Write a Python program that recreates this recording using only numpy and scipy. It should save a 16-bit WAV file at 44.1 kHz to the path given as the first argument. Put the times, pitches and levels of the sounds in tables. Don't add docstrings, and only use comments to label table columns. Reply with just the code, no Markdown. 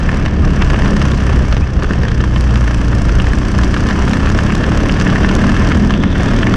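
import sys
import numpy as np
from scipy import signal
from scipy.fft import rfft, irfft
from scipy.io import wavfile
from scipy.ndimage import uniform_filter1d, minimum_filter1d

SR = 44100
rng = np.random.default_rng(int(sys.argv[2]) if len(sys.argv) > 2 else 0)


def master(y):
    cut = np.clip(np.atleast_2d(y).T, -1, 1)
    pcm = np.round(cut * 32767)
    wavfile.write(sys.argv[1], SR, pcm.astype(np.int16))


N = 289296
TIME = np.arange(N) / SR
FREQS = np.fft.rfftfreq(8192, 1 / SR)
BAND_EDGE_HZ = 14000


def gain_of(db):
    return 10 ** (np.asarray(db) / 20)


def unit_rms(x):
    return x / np.sqrt(np.mean(x ** 2) + 1e-20)


def curve(table):
    return np.interp(TIME, *np.transpose(table))


def spectrum(table):
    hz, db = np.transpose(table)
    return np.interp(np.log(FREQS + 1), np.log(hz + 1), db)


def resonance(hz, width_hz):
    return 1 / (1 + (2 * (FREQS - hz) / width_hz) ** 2)


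def ring(x, db):
    log_gain = np.log(gain_of(np.r_[db, db[-2:0:-1]]))
    response = np.fft.ifft(np.exp(np.conj(signal.hilbert(log_gain)))).real
    return signal.fftconvolve(x, response[:len(db)])[:len(x)]


def wander(rate_hz):
    hz = np.fft.rfftfreq(N, 1 / SR)
    return unit_rms(irfft(rfft(rng.standard_normal(N)) * np.exp(-(hz / rate_hz) ** 2), N))


def add(mix, start_s, sound):
    part = mix[max(round(start_s * SR), 0):][:len(sound)]
    part += sound[:len(part)]


def firing_swell(cycles, at, width, depth_db, uneven_db):
    place = cycles - at + .5
    from_peak = place % 1 - .5
    bump = np.exp(-(from_peak / np.where(from_peak < 0, width / 2, width)) ** 2)
    strength_db = depth_db + uneven_db * np.clip(rng.standard_normal(int(place[-1]) + 2), -2, 2)
    return gain_of(bump * strength_db[place.astype(int)])


# f/Hz, relative level/dB
WIND_SPECTRUM = [(4, -23.5), (13, -9.5), (24, 1.5), (44, -1.5), (75, -1), (110, -8.5), (160, -11),
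                 (300, -21), (700, -31), (2500, -87), (6000, -100)]
# t/s, relative level/dB
WIND_LEVEL = [(0, -15), (.75, -15.5), (1.2, -17), (1.75, -15.5), (2.55, -22.5), (3, -17.5), (3.8, -15.5),
              (4.7, -20.5), (5.6, -14.5), (6.56, -20)]
def wind(trim_db=1.96, lump_db=2.3):
    eddies = rng.standard_normal(N) * gain_of(lump_db * wander(33))
    return gain_of(curve(WIND_LEVEL) + trim_db) * unit_rms(ring(eddies, spectrum(WIND_SPECTRUM)))


# f/Hz, relative level/dB
CHASSIS_SPECTRUM = [(40, -42.5), (100, -2), (140, -4), (170, -5), (192, 0.5), (215, -2.5), (245, -16.5),
                    (450, -17), (1500, -56.5), (6000, -100)]
# t/s, level/dB
BOOM_LEVEL = [(0, -30), (.5, -20), (1.25, -21.5), (1.7, -31.5), (2, -20.5), (3, -22), (3.5, -28.5),
              (4.2, -24), (4.6, -20.5), (5.6, -22), (6.56, -17)]
# t/s, peak level/dB
KERB_JOLTS = [(1.83, -8), (1.904, -6), (2.03, -17)]
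def chassis_boom(jolt_decay_s=0.014):
    chassis_db = spectrum(CHASSIS_SPECTRUM)
    grain = rng.standard_normal(N) * gain_of(2 * wander(15))
    out = gain_of(curve(BOOM_LEVEL)) * unit_rms(ring(grain, chassis_db))
    t = TIME[:4096]
    thud_db = np.maximum(chassis_db, -5 - ((FREQS - 300) / 70) ** 2)
    for start_s, peak_db in KERB_JOLTS:
        thud = ring(rng.standard_normal(len(t)) * np.exp(-t / jolt_decay_s), thud_db)
        add(out, start_s, gain_of(peak_db) * thud / abs(thud).max())
    return out


# t/s, duration/s, centre f/Hz, level/dB
TYRE_SCRUBS = [(0, .38, 2100, -41.5), (0.503, 0.38, 2647, -43), (1.716, 0.63, 3300, -49),
               (5.819, 0.7, 3437, -40)]
def tyre_scrub(width_hz=550):
    out = np.zeros(N)
    for start_s, length_s, hz, db in TYRE_SCRUBS:
        n = int(length_s * SR)
        slips = rng.standard_normal(n) * gain_of(4 * wander(90)[:n])
        rasp = ring(slips, 20 * np.log10(resonance(hz, width_hz)))
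        add(out, start_s, gain_of(db) * signal.windows.tukey(n, .5) * unit_rms(rasp))
    return out


# t/s, duration/s, start f/Hz, end f/Hz, relative level/dB, waver as a fraction of f
TYRE_SQUEAKS = [(0.427, 0.018, 1180, 1240, -30, .012), (1.445, 0.067, 2180, 2350, -44, .01),
                (1.609, 0.048, 2240, 2810, -39, 0.0083)]
def tyre_squeaks():
    out = np.zeros(N)
    for start_s, length_s, start_hz, end_hz, db, waver in TYRE_SQUEAKS:
        n = int(length_s * SR)
        hz = np.linspace(start_hz, end_hz, n) * (1 + waver * wander(210)[:n])
        whistle = np.sin(2 * np.pi * np.cumsum(hz) / SR)
        add(out, start_s, 2 * gain_of(db) * signal.windows.tukey(n, .7) * whistle)
    return out


# t/s, peak level/dB
GRIT_TICKS = [(1.1164, -23), (1.8342, -18), (1.934, -21), (2.409, -13), (3.3347, -19), (3.5867, -17),
              (3.7653, -23), (4.0954, -16), (4.376, -23), (4.5531, -11.5), (4.7743, -14), (4.9213, -30),
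              (5.352, -8), (5.5642, -29), (5.689, -14), (5.9382, -28), (6.343, -25)]
def grit_ticks(decay_s=0.0007, dull_db=16):
    out, t = np.zeros(N), TIME[:512]
    colour_db = spectrum(HISS_SPECTRUM) / 2 - dull_db * (FREQS / BAND_EDGE_HZ) ** 2
    for start_s, peak_db in GRIT_TICKS:
        tick = ring(rng.standard_normal(len(t)) * np.exp(-t / decay_s), colour_db)
        add(out, start_s, gain_of(peak_db) * tick / abs(tick).max())
    return out


# f/Hz, relative level/dB
PANEL_SPECTRUM = [(150, -4.5), (400, 3), (600, 4.5), (860, -0.5), (1040, 4), (1400, 0.5), (1780, 1),
                  (1970, -6.5), (2350, -8), (3150, -7.5), (3900, -18.5), (5800, -26), (7000, -34),
                  (13000, -65)]
# f/Hz, width/Hz, lift/dB
PANEL_RESONANCES = [(1747, 380, 3), (2164, 99, 4.5), (2690, 220, 4)]
def bodywork_db():
    return spectrum(PANEL_SPECTRUM) + sum(db * resonance(hz, width) for hz, width, db in PANEL_RESONANCES)


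# t/s, relative level/dB, relative treble level/dB, ringing f/Hz
LOOSE_KNOCKS = [(0.0912, -15.5, -17, 1590), (0.1286, -21, -24, 844), (0.2602, -19.5, -13, 2980),
                (0.445, -26, -43, 1210), (0.621, -13.5, -18, 2340), (0.7009, -19.5, -6, 1850),
                (0.7428, -18.5, -29, 2730), (0.8208, -21, -15, 1770), (0.8583, -17.5, -17, 955),
                (0.9664, -21, -4, 1020), (1.0163, -19, -11, 2823), (1.0515, -23, -32, 1800),
                (1.1165, -23, -8, 3490), (1.2959, -24.5, -17, 951), (1.5255, -18.5, -12, 1339),
                (1.567, -21, -11, 940), (1.8232, -21, -14, 1210), (1.844, -20, -9, 1540),
                (1.908, -17.5, -13, 1560), (1.9349, -23.5, -13, 1660), (2.0333, -21.5, -6.5, 2030),
                (2.0518, -21, -19, 1490), (2.084, -26.5, -7, 3090), (2.116, -23.0, -12, 1468),
                (2.205, -22.5, -17, 3130), (2.2392, -19, -10, 955), (2.361, -19.5, -15, 3073),
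                (2.508, -23, -14, 880), (2.557, -20, -11, 1210), (2.6784, -20.5, -24, 1600),
                (2.9295, -22, -26, 1357), (3.0934, -20.5, -8, 1575), (3.1992, -18, -19, 3000),
                (3.243, -21.5, -13, 1100), (3.2685, -20.5, -6, 1958), (3.3328, -20, -10, 1530),
                (3.5873, -17.5, -10, 1600), (3.6346, -18.0, -6.5, 945.7), (3.742, -20, -9, 1905),
                (3.7642, -19, -16, 1480), (3.8875, -18.5, -5, 1141), (3.9086, -17.5, -8, 1830),
                (3.9881, -20, -41, 1092), (4.1332, -13.5, -7.5, 910), (4.1688, -23, -24, 1750),
                (4.2589, -30, -3, 1110), (4.2713, -17, -19, 948), (4.3, -22, -2, 1470),
                (4.3876, -15, -13, 1640), (4.5037, -19, -20, 2480), (4.6405, -13, -11, 1684),
                (4.8948, -17, -18, 3027), (4.9215, -23, 0, 3070), (4.9995, -22, 0, 1348),
                (5.0119, -16.5, -7, 1730), (5.0676, -15, -29, 1822), (5.1001, -19, -10, 3033),
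                (5.1584, -11.5, -14, 1753), (5.1654, -18, -16, 1785), (5.246, -11, -20, 1496),
                (5.29, -18.0, -4, 2900), (5.5655, -16.5, -9, 1721), (5.718, -9, -16, 1920),
                (5.9063, -16, -10, 1420), (5.9386, -20, -14, 2920), (6.0364, -15, -14, 1400),
                (6.1544, -20, -28, 1740), (6.4312, -10.5, -18, 3234), (6.47, -14, -13, 2084),
                (6.5393, -13, -8.5, 1450)]
def knocks(trim_db=-8, crack_s=0.00069, scuff_s=0.0098, rebound_s=0.004, lead_s=0.016):
    out, t = np.zeros(N), TIME[:2048] - lead_s
    age = np.maximum([t, t - rebound_s], 0) / crack_s
    crack, rebound = age * np.exp(1 - age)
    scuff = np.exp(-abs(t - crack_s) / scuff_s)
    treble_shelf = 1 / (1 + (3600 / (FREQS + 1)) ** 8)
    panel_db = bodywork_db() - 7 / (1 + (FREQS / 800) ** 2) + 11 * FREQS / BAND_EDGE_HZ
    for strike_s, db, treble_db, hz in LOOSE_KNOCKS:
        hardness_db = treble_db + 15
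        envelope = crack + gain_of(-10) * rebound + gain_of(-14 - 0.25 * hardness_db) * scuff
        colour_db = panel_db + 7 * resonance(hz, width_hz=600) + treble_shelf * (hardness_db + 3)
        knock = ring(envelope * rng.standard_normal(len(t)), colour_db)
        add(out, strike_s - lead_s, gain_of(db + trim_db) * unit_rms(knock))
    return out


def clatter(cycles, level_db, taps_per_s=3000, clacks_per_s=220, clack_db=-4):
    taps = rng.standard_normal(N) * (rng.random(N) < taps_per_s / SR)
    taps *= firing_swell(cycles, at=0.12, width=0.21, depth_db=3.5, uneven_db=1.5)
    taps *= gain_of(1.2 * wander(93))
    bunching = firing_swell(cycles, at=0.14, width=0.2, depth_db=13, uneven_db=0)
    struck = rng.random(N) < clacks_per_s / SR * bunching / bunching.mean()
    clacks = struck * rng.choice([-1, 1], N) * rng.uniform(0.96, 1, N)
    blows = unit_rms(taps) + gain_of(clack_db) * unit_rms(clacks)
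    return gain_of(level_db) * unit_rms(ring(blows, bodywork_db()))


# f/Hz, relative level/dB
HISS_SPECTRUM = [(1500, -13), (3000, -3.5), (3900, -4), (4700, 3), (6000, 4), (6700, -4.5), (8100, -8),
                 (9200, -16), (10700, -22.5), (12000, -35), (14000, -35)]
def engine_hiss(cycles, throttle, level_db, spit_db=-8, throttle_db=14):
    fizz = rng.standard_normal(N) * firing_swell(cycles, at=0.2, width=0.17, depth_db=7, uneven_db=2.5)
    spit = rng.standard_normal(N) * firing_swell(cycles, at=.177, width=.075, depth_db=13.5, uneven_db=4)
    hiss_db = spectrum(HISS_SPECTRUM)
    bright = unit_rms(ring(spit, hiss_db - 16 / (1 + (FREQS / 7500) ** 4)))
    body = unit_rms(ring(fizz * gain_of(2 * wander(200)), hiss_db - 4 * (FREQS / 9000) ** 2))
    return gain_of(level_db) * (body + bright * gain_of(spit_db + throttle_db * (throttle - 0.65)))


# t/s, relative level/dB
SHAKE_LEVEL = [(.05, -21.5), (.35, -26.5), (.8, -22), (1.45, -19.5), (1.85, -25.5), (2.45, -17.5),
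               (3, -19.5), (3.5, -23.5), (4.6, -24.5), (5.05, -26.5), (5.8, -20.5), (6.3, -37)]
def frame_shake(cycles, first_db=5, second_db=-1.5, sway_turns=0.027):
    angle = 2 * np.pi * (2 * cycles + sway_turns * wander(14))
    first = gain_of(first_db + 0.53 * wander(53)) * np.cos(angle - 1.2)
    second = gain_of(second_db + 1.8 * wander(26)) * np.cos(2 * angle)
    return np.sqrt(2) * gain_of(curve(SHAKE_LEVEL)) * (first + second)


# multiple of the crank frequency, level/dB before the pipe
ENGINE_ORDERS = [(.5, 10), (1.5, 3.5), (2.5, -1), (3, -2), (3.5, -4), (4, -3.5), (4.5, -2), (5, -0.5),
                 (5.5, -2), (6, 0.5), (6.5, -6.5), (7, -3), (7.5, -4.5), (8, -13)]
# f/Hz, relative level/dB
PIPE_SPECTRUM = [(30, -9), (70, -11), (95, -0.5), (140, -12), (185, 2), (228, -0.5), (255, -3.5),
                 (290, -0.5), (330, -9.5), (380, -12), (460, -20), (700, -21.5), (1500, -78.5),
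                 (6000, -100)]
# t/s, relative level/dB
PIPE_LEVEL = [(0, -20), (.55, -15), (1.3, -17.5), (1.75, -30), (1.95, -23.5), (2.5, -21.5), (3.2, -19.5),
              (3.9, -15), (4.6, -13.5), (5.15, -11.5), (5.8, -9.5), (6.1, -16), (6.5, -9.5)]
def exhaust(cycles, throttle, trim_db=-1.4, uneven_db=2, jitter_cycles=0.0052):
    crank_angle = 4 * np.pi * (cycles + jitter_cycles * wander(30))
    note = np.zeros(N)
    for order, db in ENGINE_ORDERS:
        amplitude = gain_of(db + uneven_db * wander(6.1))
        note += amplitude * np.cos(order * crank_angle + 2 * np.pi * rng.random())
    gas_rush = rng.standard_normal(N)
    gas_rush *= firing_swell(cycles, at=0.15, width=0.13, depth_db=-1.5, uneven_db=1.5)
    tonal = 0.6 + 0.32 * throttle
    pipe_db = spectrum(PIPE_SPECTRUM)
    note, gas_rush = unit_rms(ring(note, pipe_db)), unit_rms(ring(gas_rush, pipe_db))
    return gain_of(curve(PIPE_LEVEL) + trim_db) * (tonal * note + np.sqrt(1 - tonal ** 2) * gas_rush)


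def load_level(crank_hz, throttle, full_db, octave_db, shut_db, cruise_hz=70):
    return full_db + octave_db * np.log2(crank_hz / cruise_hz) + shut_db * (1 - throttle)


# t/s, f/Hz
CRANK_SPEED = [(0, 71.44), (.2, 72.53), (.6, 70.6), (1, 67.68), (1.2, 65.35), (1.6, 63.62), (2, 63.12),
               (2.5, 59.87), (2.8, 57.97), (3, 58.86), (3.75, 62.73), (4, 65.94), (4.75, 71.45), (5, 74.51),
               (5.75, 79.7), (6.56, 75.1)]
# t/s, opening from 0 to 1
THROTTLE_OPENING = [(0, 0.57), (.15, 0.66), (.35, 0.22), (.55, 0.73), (.78, 0.9), (1.4, 0.85), (1.72, 0.36),
                    (1.92, 0.62), (2.2, 0.61), (2.55, 0.92), (3.1, 0.88), (3.85, 0.98), (4.9, 0.86),
                    (5.7, 0.9), (5.9, 0.54), (6.08, 0.2), (6.22, 0.85), (6.56, 0.75)]
def scene():
    crank_hz, throttle = curve(CRANK_SPEED), curve(THROTTLE_OPENING)
    cycles = np.cumsum(crank_hz) / SR / 2
    clatter_db = load_level(crank_hz, throttle, full_db=-22.5, octave_db=15, shut_db=-11.5)
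    hiss_db = load_level(crank_hz, throttle, full_db=-38, octave_db=8.5, shut_db=-11)
    engine = frame_shake(cycles) + exhaust(cycles, throttle) + engine_hiss(cycles, throttle, hiss_db)
    body = clatter(cycles, clatter_db) + knocks()
    track = grit_ticks() + chassis_boom() + tyre_squeaks() + tyre_scrub()
    return (engine + body + track + wind())[None]


def record(dry, knee_db=-2.5, recover_db_per_s=200, input_db=1):
    x = dry[0] * gain_of(input_db)
    needed_cut_db = 0.8 * np.maximum(20 * np.log10(abs(x) + 1e-9) - knee_db, 0)
    recovery_db = TIME * recover_db_per_s
    gain_db = recovery_db - np.maximum.accumulate(needed_cut_db + recovery_db)
    smooth_db = uniform_filter1d(minimum_filter1d(gain_db, size=90), size=90)
    lowpass = signal.firwin(255, BAND_EDGE_HZ, window=("kaiser", 9), fs=SR)
    return signal.oaconvolve(x * gain_of(smooth_db), lowpass, "same")[None]


dry = scene()
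out = record(dry)
master(out)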